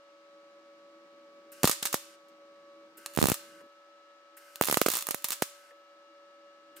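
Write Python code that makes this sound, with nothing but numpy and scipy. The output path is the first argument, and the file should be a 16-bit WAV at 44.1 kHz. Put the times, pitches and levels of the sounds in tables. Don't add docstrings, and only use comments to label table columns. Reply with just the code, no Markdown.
import sys
import numpy as np
from scipy import signal
from scipy.fft import rfft, irfft
from scipy.io import wavfile
from scipy.ndimage import uniform_filter1d

SR = 44100
rng = np.random.default_rng(int(sys.argv[2]) if len(sys.argv) > 2 else 0)


def master_out(mix):
    frames = np.transpose(np.atleast_2d(mix))
    ceiling = np.clip(frames, -1, 1)
    pcm = np.round(ceiling * 32767).astype(np.int16)
    wavfile.write(sys.argv[1], SR, pcm)


def linear_from_db(decibels):
    return 10 ** (np.asarray(decibels, float) / 20)


N = 299880


def evened(x):
    return x / np.sqrt(np.mean(x ** 2) + 1e-20)


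def read(points, hz):
    f, value = np.transpose(points)
    return np.interp(np.log(hz + 1), np.log(f + 1), value)


def add(mix, s, sound):
    part = mix[..., round(s * SR):][..., :sound.shape[-1]]
    part += sound[..., :part.shape[-1]]


def colour(points):
    log_gain = np.log(linear_from_db(read(points, abs(np.fft.fftfreq(2048, 1 / SR)))))
    phase = -signal.hilbert(log_gain).imag
    taps = np.fft.ifft(np.exp(log_gain + 1j * phase)).real[:1024]
    return taps / np.linalg.norm(taps)


def noise(points, same, length=N):
    a, b = rng.standard_normal((2, length))
    pair = [a, same * a + np.sqrt(1 - same ** 2) * b]
    return signal.oaconvolve(pair, colour(points)[None], axes=1)[:, :length]


def wander(rate_hz):
    t = np.arange(N) / SR
    knots = np.arange(0, t[-1] + 1, 1 / rate_hz)
    return evened(np.interp(t, knots, rng.standard_normal(400)[:len(knots)]))


def shorts():
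    # start_s, crack_db, sizzle_db
    first_tack = [(1.6331, -12, -30), (1.643, -36, -26.5), (1.6543, -13.5, -28), (1.6751, -9, -23),
                  (1.6957, -14.5, -29.5), (1.7135, -18, -29), (1.726, -33, -31.5), (1.8264, -29, -29.5),
                  (1.8545, -19.5, -26.5), (1.868, -33, -33), (1.9282, -23.5, -28.5), (1.943, -17.5, -30),
                  (2.284, -68, -66)]
    second_tack = [(3.0613, -21, -45.5), (3.1374, -42, -54), (3.1504, -36, -57), (3.1626, -30, -61),
                   (3.1749, -25, -40.5), (3.1882, -43, -35.5), (3.2018, -25, -34.5), (3.2156, -21.5, -42),
                   (3.227, -18.5, -37), (3.2402, -21, -35.5), (3.2566, -20, -37), (3.27, -18, -32),
                   (3.2857, -17.5, -30.5), (3.2991, -17, -35), (3.318, -19, -30.5), (3.3429, -22.5, -40)]
    third_tack = [(4.558, -27.5, -51), (4.612, -15.5, -37), (4.624, -22, -31.5), (4.6374, -24, -39),
                  (4.6466, -24, -38), (4.6549, -21.5, -37), (4.6695, -24.5, -44), (4.6743, -21, -33.5),
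                  (4.6856, -29, -32.5), (4.6984, -23.5, -36.5), (4.7127, -20, -33.5), (4.7262, -15, -30.5),
                  (4.7422, -23, -29.5), (4.772, -15.5, -30), (4.8153, -15, -27.5), (4.862, -21, -28),
                  (4.8862, -16.5, -33),
                  (4.902, -19.5, -30.5), (4.9178, -21, -33), (4.9272, -25, -42.5), (4.9367, -21, -30),
                      (4.9541, -19, -34.5), (4.9592, -31, -33), (4.97, -20, -37), (4.9788, -28, -35),
                      (4.9876, -26.5, -33), (5.008, -32, -36), (5.0245, -25.5, -46), (5.0695, -23, -48),
                      (5.088, -23, -41), (5.1092, -20, -32), (5.1458, -23, -40), (5.178, -45, -49),
                      (5.223, -43, -57), (5.244, -18, -28), (5.2862, -26, -36), (5.3056, -20, -34),
                      (5.3201, -23, -33.5), (5.327, -27, -30.5), (5.4218, -19, -29.5)]
    return first_tack + second_tack + third_tack


def cracks():
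    # pitch_hz, level_db
    crack_spectrum = [(300, -32), (700, -18), (1300, -10), (2700, -5), (5000, -3), (9000, -1), (13500, 0),
                      (16000, -3), (20000, -12)]
    # delay_ms, left_db, right_db
    reflections = [(.3, -11, -12), (1.1, -10, -5), (1.7, -13, -12), (2.2, -14, -11), (4.9, -19, -19)]
    # pitch_hz, level_db, t60_s
    steel_modes = [(1208, -7, 0.026), (2578, -18.5, .02), (4083, -10, 0.017), (6730, -9, 0.016)]
    cold_touches = [
        3.0615,
        4.558,
    ]
    t, paths, train = np.arange(2000) / SR, np.zeros((2, 400)), np.zeros((2, N))
    paths[:, 0] = 1
    for ms, *db in reflections:
        paths[:, round(ms * SR / 1e3)] += linear_from_db(db)

    for (s, db, _), rags in zip(shorts(), rng.standard_normal((len(shorts()), 3, 60))):
        burst = (0.12 * rags[0] + 0.14 * rags[1:]) * np.exp(-np.arange(60) / 14)
        burst[:, 0] = 1
        if min(abs(s - np.array(cold_touches))) < 0.003:
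            burst = signal.lfilter([0.6], [1, -0.6], burst)
        add(train, s - 0.0001, linear_from_db(db) * burst)

    response = sum(linear_from_db(db - 60 * t / t60 - 21.5) * np.sin(2 * np.pi * hz * t) for hz, db, t60 in steel_modes)
    response[:1024] -= colour(crack_spectrum)
    shape = signal.fftconvolve(paths, response[None], axes=1)
    return linear_from_db(11.5) * signal.oaconvolve(train, shape, axes=1)[:, :N]


def sizzle():
    # pitch_hz, level_db
    sizzle_spectrum = [(350, -45.5), (600, -18.5), (1240, -3.5), (1830, -6.5), (2150, -4.5), (2370, -8),
                       (2800, -5), (8270, -1), (16000, -15)]
    rows, strikes = np.array(shorts()), np.zeros(N)
    strikes[np.round(rows[:, 0] * SR).astype(int)] = linear_from_db(rows[:, 2])
    t = np.arange(9000) / SR
    fade = linear_from_db(-120 * t / 0.066) + linear_from_db(-20 - 120 * t / 0.13)
    fade = fade * np.minimum(t / 0.0015, 1) ** 2
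    power = abs(signal.oaconvolve(strikes ** 2, fade)[:N])
    grains = linear_from_db(3.7 * evened(uniform_filter1d(rng.standard_normal(N), size=24)))
    return linear_from_db(2) * np.sqrt(power) * evened(grains) * noise(sizzle_spectrum, same=0.35)


def push(ms):
    u = np.arange(1500) / SR * 1e3 / max(ms, 0.05)
    return np.exp(-2 * u) * np.cos(np.pi / 2 * u)


def blasts():
    # start_s, left_pressure, right_pressure, length_ms
    gas_blasts = [(1.643, 1, 0.8, 3.1), (1.6543, .05, 0.2, 2.7), (1.6758, .13, -0.2, 1.7),
                  (1.6957, 0.064, 0.29, 1), (1.8264, 0.06, .03, 1.9), (1.8544, 0.13, 0.1, 0.35),
                  (1.943, 0.28, 0.35, 0.78), (3.0602, 0.0041, -0.000063, 2), (3.1748, 0.037, 0.52, 2.9),
                  (3.1883, .16, 0.55, 5.6), (3.2146, .075, .34, 2.2), (3.2276, 0.59, -0.97, 3.1),
                  (3.2408, .096, .73, 6.2), (3.2568, 0.17, -0.61, 3), (3.27, .085, -0.26, .8),
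                  (3.2857, 0.25, .26, 3.3), (3.3009, .014, .29, 4), (3.3182, 0.48, 0.13, 5.2),
                  (4.612, 0.73, 0.97, 0.69), (4.623, 0.36, -.63, 0.19), (4.6376, 0.23, 0.91, 0.077),
                   (4.6858, 0.056, -0.56, 0.52), (4.6985, 0.27, 0.19, 0.79), (4.7127, 1, -1.6, 0.075),
                   (4.7262, 0.21, 0.34, 0.57), (4.7436, 1, -2.2, 0.075), (4.772, 0.34, 0.81, 0.76),
                   (4.9377, 0.031, 0.11, 0.5), (4.9521, -0.083, 0.043, 0.45), (4.97, 0.0035, 0.059, .5),
                   (5.088, 0.073, 0.28, 0.45), (5.1087, -0.16, 0.224, 0.97), (5.1452, 0.086, 0.33, 0.46),
                   (5.245, 0.075, -0.0039, .9), (5.3056, 0.026, 0.025, .9), (5.423, 0.39, 0.64, 0.72)]
    # start_s, left_pressure, right_pressure, length_ms
    pinches = [
        (4.8158, 0.18, 0.79, 0.7),
        (4.8624, 0.17, 0.63, 0.78),
        (4.8843, 0.13, 0.39, 0.73),
    ]
    quick_ms, rebound_s, rebound_ms = 1.39, 0.00048, 6.9
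    pinch_gap_s = 0.0011
    puff_db, puff_ms = -7, 0.59
    out = np.zeros((2, N))
    for s, left, right, ms in gas_blasts:
        add(out, s, np.outer([left, right], push(ms)))
        back = -0.181 * np.exp(-np.log(max(ms, 0.05) / quick_ms) ** 2)
        add(out, s + rebound_s, back * np.outer([left, right], push(rebound_ms)))

    for s, left, right, ms in pinches:
        add(out, s, -np.outer([left, right], push(ms)))
        add(out, s + pinch_gap_s, np.outer([1.03 * left, right], push(1.09 * ms)))

    for (s, db, _), chance in zip(shorts(), rng.standard_normal((len(shorts()), 3))):
        puff = push(puff_ms * np.exp(0.63 * chance[2]))
        add(out, s, linear_from_db(db + puff_db) * np.outer(chance[:2], puff))
    out = signal.sosfilt(signal.butter(2, 165, "high", fs=SR, output="sos"), out)
    return signal.sosfilt(signal.butter(2, 3500, fs=SR, output="sos"), out)


def gas():
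    # open_s, arc_out_s, gas_flow_db, feeder_db
    pulls = [
        (1.518, 2.012, -62.5, -67.5),
        (2.972, 3.4, -65.5, -65.5),
        (4.368, 5.498, -66.5, -67),
        (6.763, 6.9, -64.5, -65),
    ]
    shutting = [
        2.15,
        3.612,
        5.708,
        7.0,
    ]
    # start_s, level_db, pitch_hz, t60_s
    knocks = [
        (1.526, -47, 1590, 0.028),
        (2.98, -51, 350, 0.044),
        (3.605, -49.5, 1590, 0.045),
        (3.61, -46, 514, 0.037),
        (3.658, -57.5, 400, 0.039),
        (4.37, -51, 1980, 0.054),
        (5.706, -52.5, 1878, 0.064),
        (5.71, -55, 520, 0.061),
        (6.764, -51, 3020, 0.05),
    ]
    # pitch_hz, level_db
    jet_spectrum = [(1290, -39.5), (2200, -9.5), (2360, -2), (2940, 1), (3390, -12.5), (4940, -2.5),
                    (6430, -6), (9980, -7), (11000, -17), (12000, -12.5), (15600, -48.5), (22000, -120)]
    # pitch_hz, level_db
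    edge_spectrum = [(5500, -33.5), (7000, -6), (8800, 0), (10300, -6.5), (12500, 1), (14500, -2),
                     (16500, -14.5)]
    # pitch_hz, level_db
    feeder_spectrum = [(900, -39), (1300, -24), (1520, 1.5), (1800, -16.5), (2100, -7.5), (2600, -39.5)]
    flow_db, feed_db = np.array((-3, 4.5, 2.5, 3, -1)), np.array((4, 4.5, 3, 1, 1.5))
    edge_db = (-55, -50, -69, -66, -80)
    leak_db = (-86, -100)
    rise_s, settle_s, close_s, leak_s = 0.007, 0.032, 0.022, 0.3
    out, t = np.zeros((2, N)), np.arange(3000) / SR
    for (start, arc_out, pull_flow_db, pull_feed_db), shut in zip(pulls, shutting):
        s = [start, start + rise_s, start + settle_s, arc_out, shut, shut + close_s, shut + leak_s]
        at = np.arange(s[0], s[-1], 1 / SR)
        layers = ((pull_flow_db + flow_db, jet_spectrum), (edge_db, edge_spectrum),
                  (pull_feed_db + feed_db, feeder_spectrum))
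        for db, points in layers:
            level = linear_from_db(np.interp(at, s, [*db, *leak_db]))
            add(out, start, level * noise(points, same=0.57, length=len(at)))

    for s, db, hz, t60 in knocks:
        knock = noise([(hz / 4, -50), (hz, 0), (hz * 3, -40)], same=0.74, length=len(t))
        add(out, s, linear_from_db(db - 60 * t / t60) * np.minimum(t / 0.0036, 1) * knock)
    return out


def fan():
    # time_s, blade_db, draught_db
    course = [(0, -60, -85), (.35, -58, -77), (1.5, -57, -70), (2.201, -59, -76), (2.85, -54.5, -70.5),
              (2.93, -66, -70), (3.08, -56.5, -74), (3.665, -57.5, -66.5), (3.68, -61.5, -85),
              (5.6, -61.5, -89), (6.2, -59.5, -81), (6.6, -60, -80), (6.8, -59, -70)]
    # multiple, first_weld_db, later_welds_db
    overtones = [(2, -11, -13.5), (3, -23, -13.5), (4, -22, -22), (5, -24, -16), (6, -42, -27),
                 (7, -24.5, -23), (8, -43, -33.5)]
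    moved_s = 2.96
    s, *columns = np.transpose(course)
    t = np.arange(N) / SR
    db, draught_db = (np.interp(t, s, column) for column in columns)
    blade_hz = np.where(t < moved_s, 566.5, 568.6)
    whine_hz, whine_db = 2.286 * blade_hz, np.where(t < moved_s, -66.5, -62.5)
    rumble_hz, rumble_db = 325.7, -67 + 0.56 * (draught_db + 77.5)
    whistle_hz, whistle_db = 15390, -94.5

    turn = 2 * np.pi * np.cumsum(blade_hz + 0.35 * wander(rate_hz=15)) / SR
    turn = turn + [[0.285], [0]]
    blade = np.sin(turn) * linear_from_db(1.4 * wander(rate_hz=26))
    for k, first_db, later_db in overtones:
        overtone_db = np.where(t < moved_s, first_db, later_db) + 1.2 * wander(rate_hz=12)
        blade = blade + linear_from_db(overtone_db) * np.sin(k * turn)

    whine_turn = 2 * np.pi * np.cumsum(whine_hz + 0.44 * wander(rate_hz=15)) / SR
    whine = np.sin(whine_turn + [[0.7], [0]])
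    rumble_turn = 2 * np.pi * np.cumsum(rumble_hz + 4 * wander(rate_hz=45)) / SR
    rumble = np.sin(rumble_turn) * linear_from_db(2.5 * wander(rate_hz=45))
    tones = linear_from_db(db) * blade + linear_from_db(whine_db + np.array([[2.2], [-2.2]])) * whine + linear_from_db(rumble_db - 2.5) * rumble
    whistle = linear_from_db(whistle_db) * np.sin(2 * np.pi * whistle_hz * t)

    draught_spectrum = [(60, -41), (130, -10), (200, 2.5), (270, 3.5), (450, 3.5), (900, -34.5)]  # Hz, dB
    draught = linear_from_db(draught_db + 1) * noise(draught_spectrum, same=0.87)
    return np.sqrt(2) * (tones + whistle) + draught


def air():
    # pitch_hz, level_db
    air_spectrum = [(60, -59.5), (130, -36.5), (250, -14), (500, -5.5), (900, -4.5), (1500, -3), (2500, -9),
                    (5000, -13), (8000, -24), (12000, -36.5), (13200, -54.5), (16000, -58.5)]
    # pitch_hz, correlation
    likeness = [(60, 0.83), (180, 0.75), (550, 1), (1650, -0.32), (4970, -0.06), (15000, -0.08)]
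    hz = np.fft.rfftfreq(N, 1 / SR)
    a, b = rfft(rng.standard_normal((2, N)))
    same = np.clip(read(likeness, hz), -1, 1)
    z = np.array([a, same * a + np.sqrt(1 - same ** 2) * b]) * linear_from_db(read(air_spectrum, hz))
    return linear_from_db(-64) * evened(irfft(z, N))


def shop(x):
    # pitch_hz, t60_s
    decay = [(400, 0.45), (1300, 0.452), (3500, 0.59), (9000, 0.4), (15000, 0.24)]
    taps = np.zeros((2, SR // 2))
    slots = np.arange(260, SR // 2 - 20, 20)
    at = slots + rng.integers(0, 20, (2, len(slots)))
    np.put_along_axis(taps, at, rng.choice([-1., 1.], at.shape), 1)
    hz, t, z = signal.stft(taps, SR, nperseg=256)
    fade = linear_from_db(-60 * t / read(decay, hz)[:, None])
    tail = signal.istft(z * fade, SR, nperseg=256)[1]
    return signal.fftconvolve(x, tail / np.linalg.norm(tail[0]), axes=1)[:, :N]


def scene():
    # pitch_hz, left_minus_right_db
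    port_balance = [(60, 0), (380, -3), (1290, -3.5), (2400, -2), (4400, 1.5), (8100, -.5), (11000, -4),
                    (14000, -11)]
    # time_s, level_db
    brightening = [(0, -32.5), (3.9, -21.5), (4.4, -9)]
    arc = cracks() + sizzle()
    arc = arc + linear_from_db(-12) * shop(arc)
    ports = linear_from_db(np.outer([0.5, -0.5], read(port_balance, np.fft.rfftfreq(N, 1 / SR))))
    arc = irfft(rfft(arc) * ports, N)
    treble = signal.sosfilt(signal.butter(2, 9500, "high", fs=SR, output="sos"), arc)
    arc = arc + linear_from_db(np.interp(np.arange(N) / SR, *np.transpose(brightening))) * treble
    arc = signal.sosfilt(signal.butter(2, 300, "high", fs=SR, output="sos"), arc)
    return arc + blasts() + gas() + fan() + air()


def top_cut(x):
    return signal.sosfilt(signal.butter(12, 16960, fs=SR, output="sos"), x)


def record(dry):
    held = dry / (1 + (dry / 0.58) ** 6) ** (1 / 6)

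    def below(hz):
        taps = signal.firwin(601, hz, window=("kaiser", 8), fs=SR)
        return signal.oaconvolve(held, taps[None], "same")

    under, whole = below(15800), below(16750)
    return top_cut(under + linear_from_db(-30) * (whole - under))


dry = scene()
out = record(dry)
master_out(out)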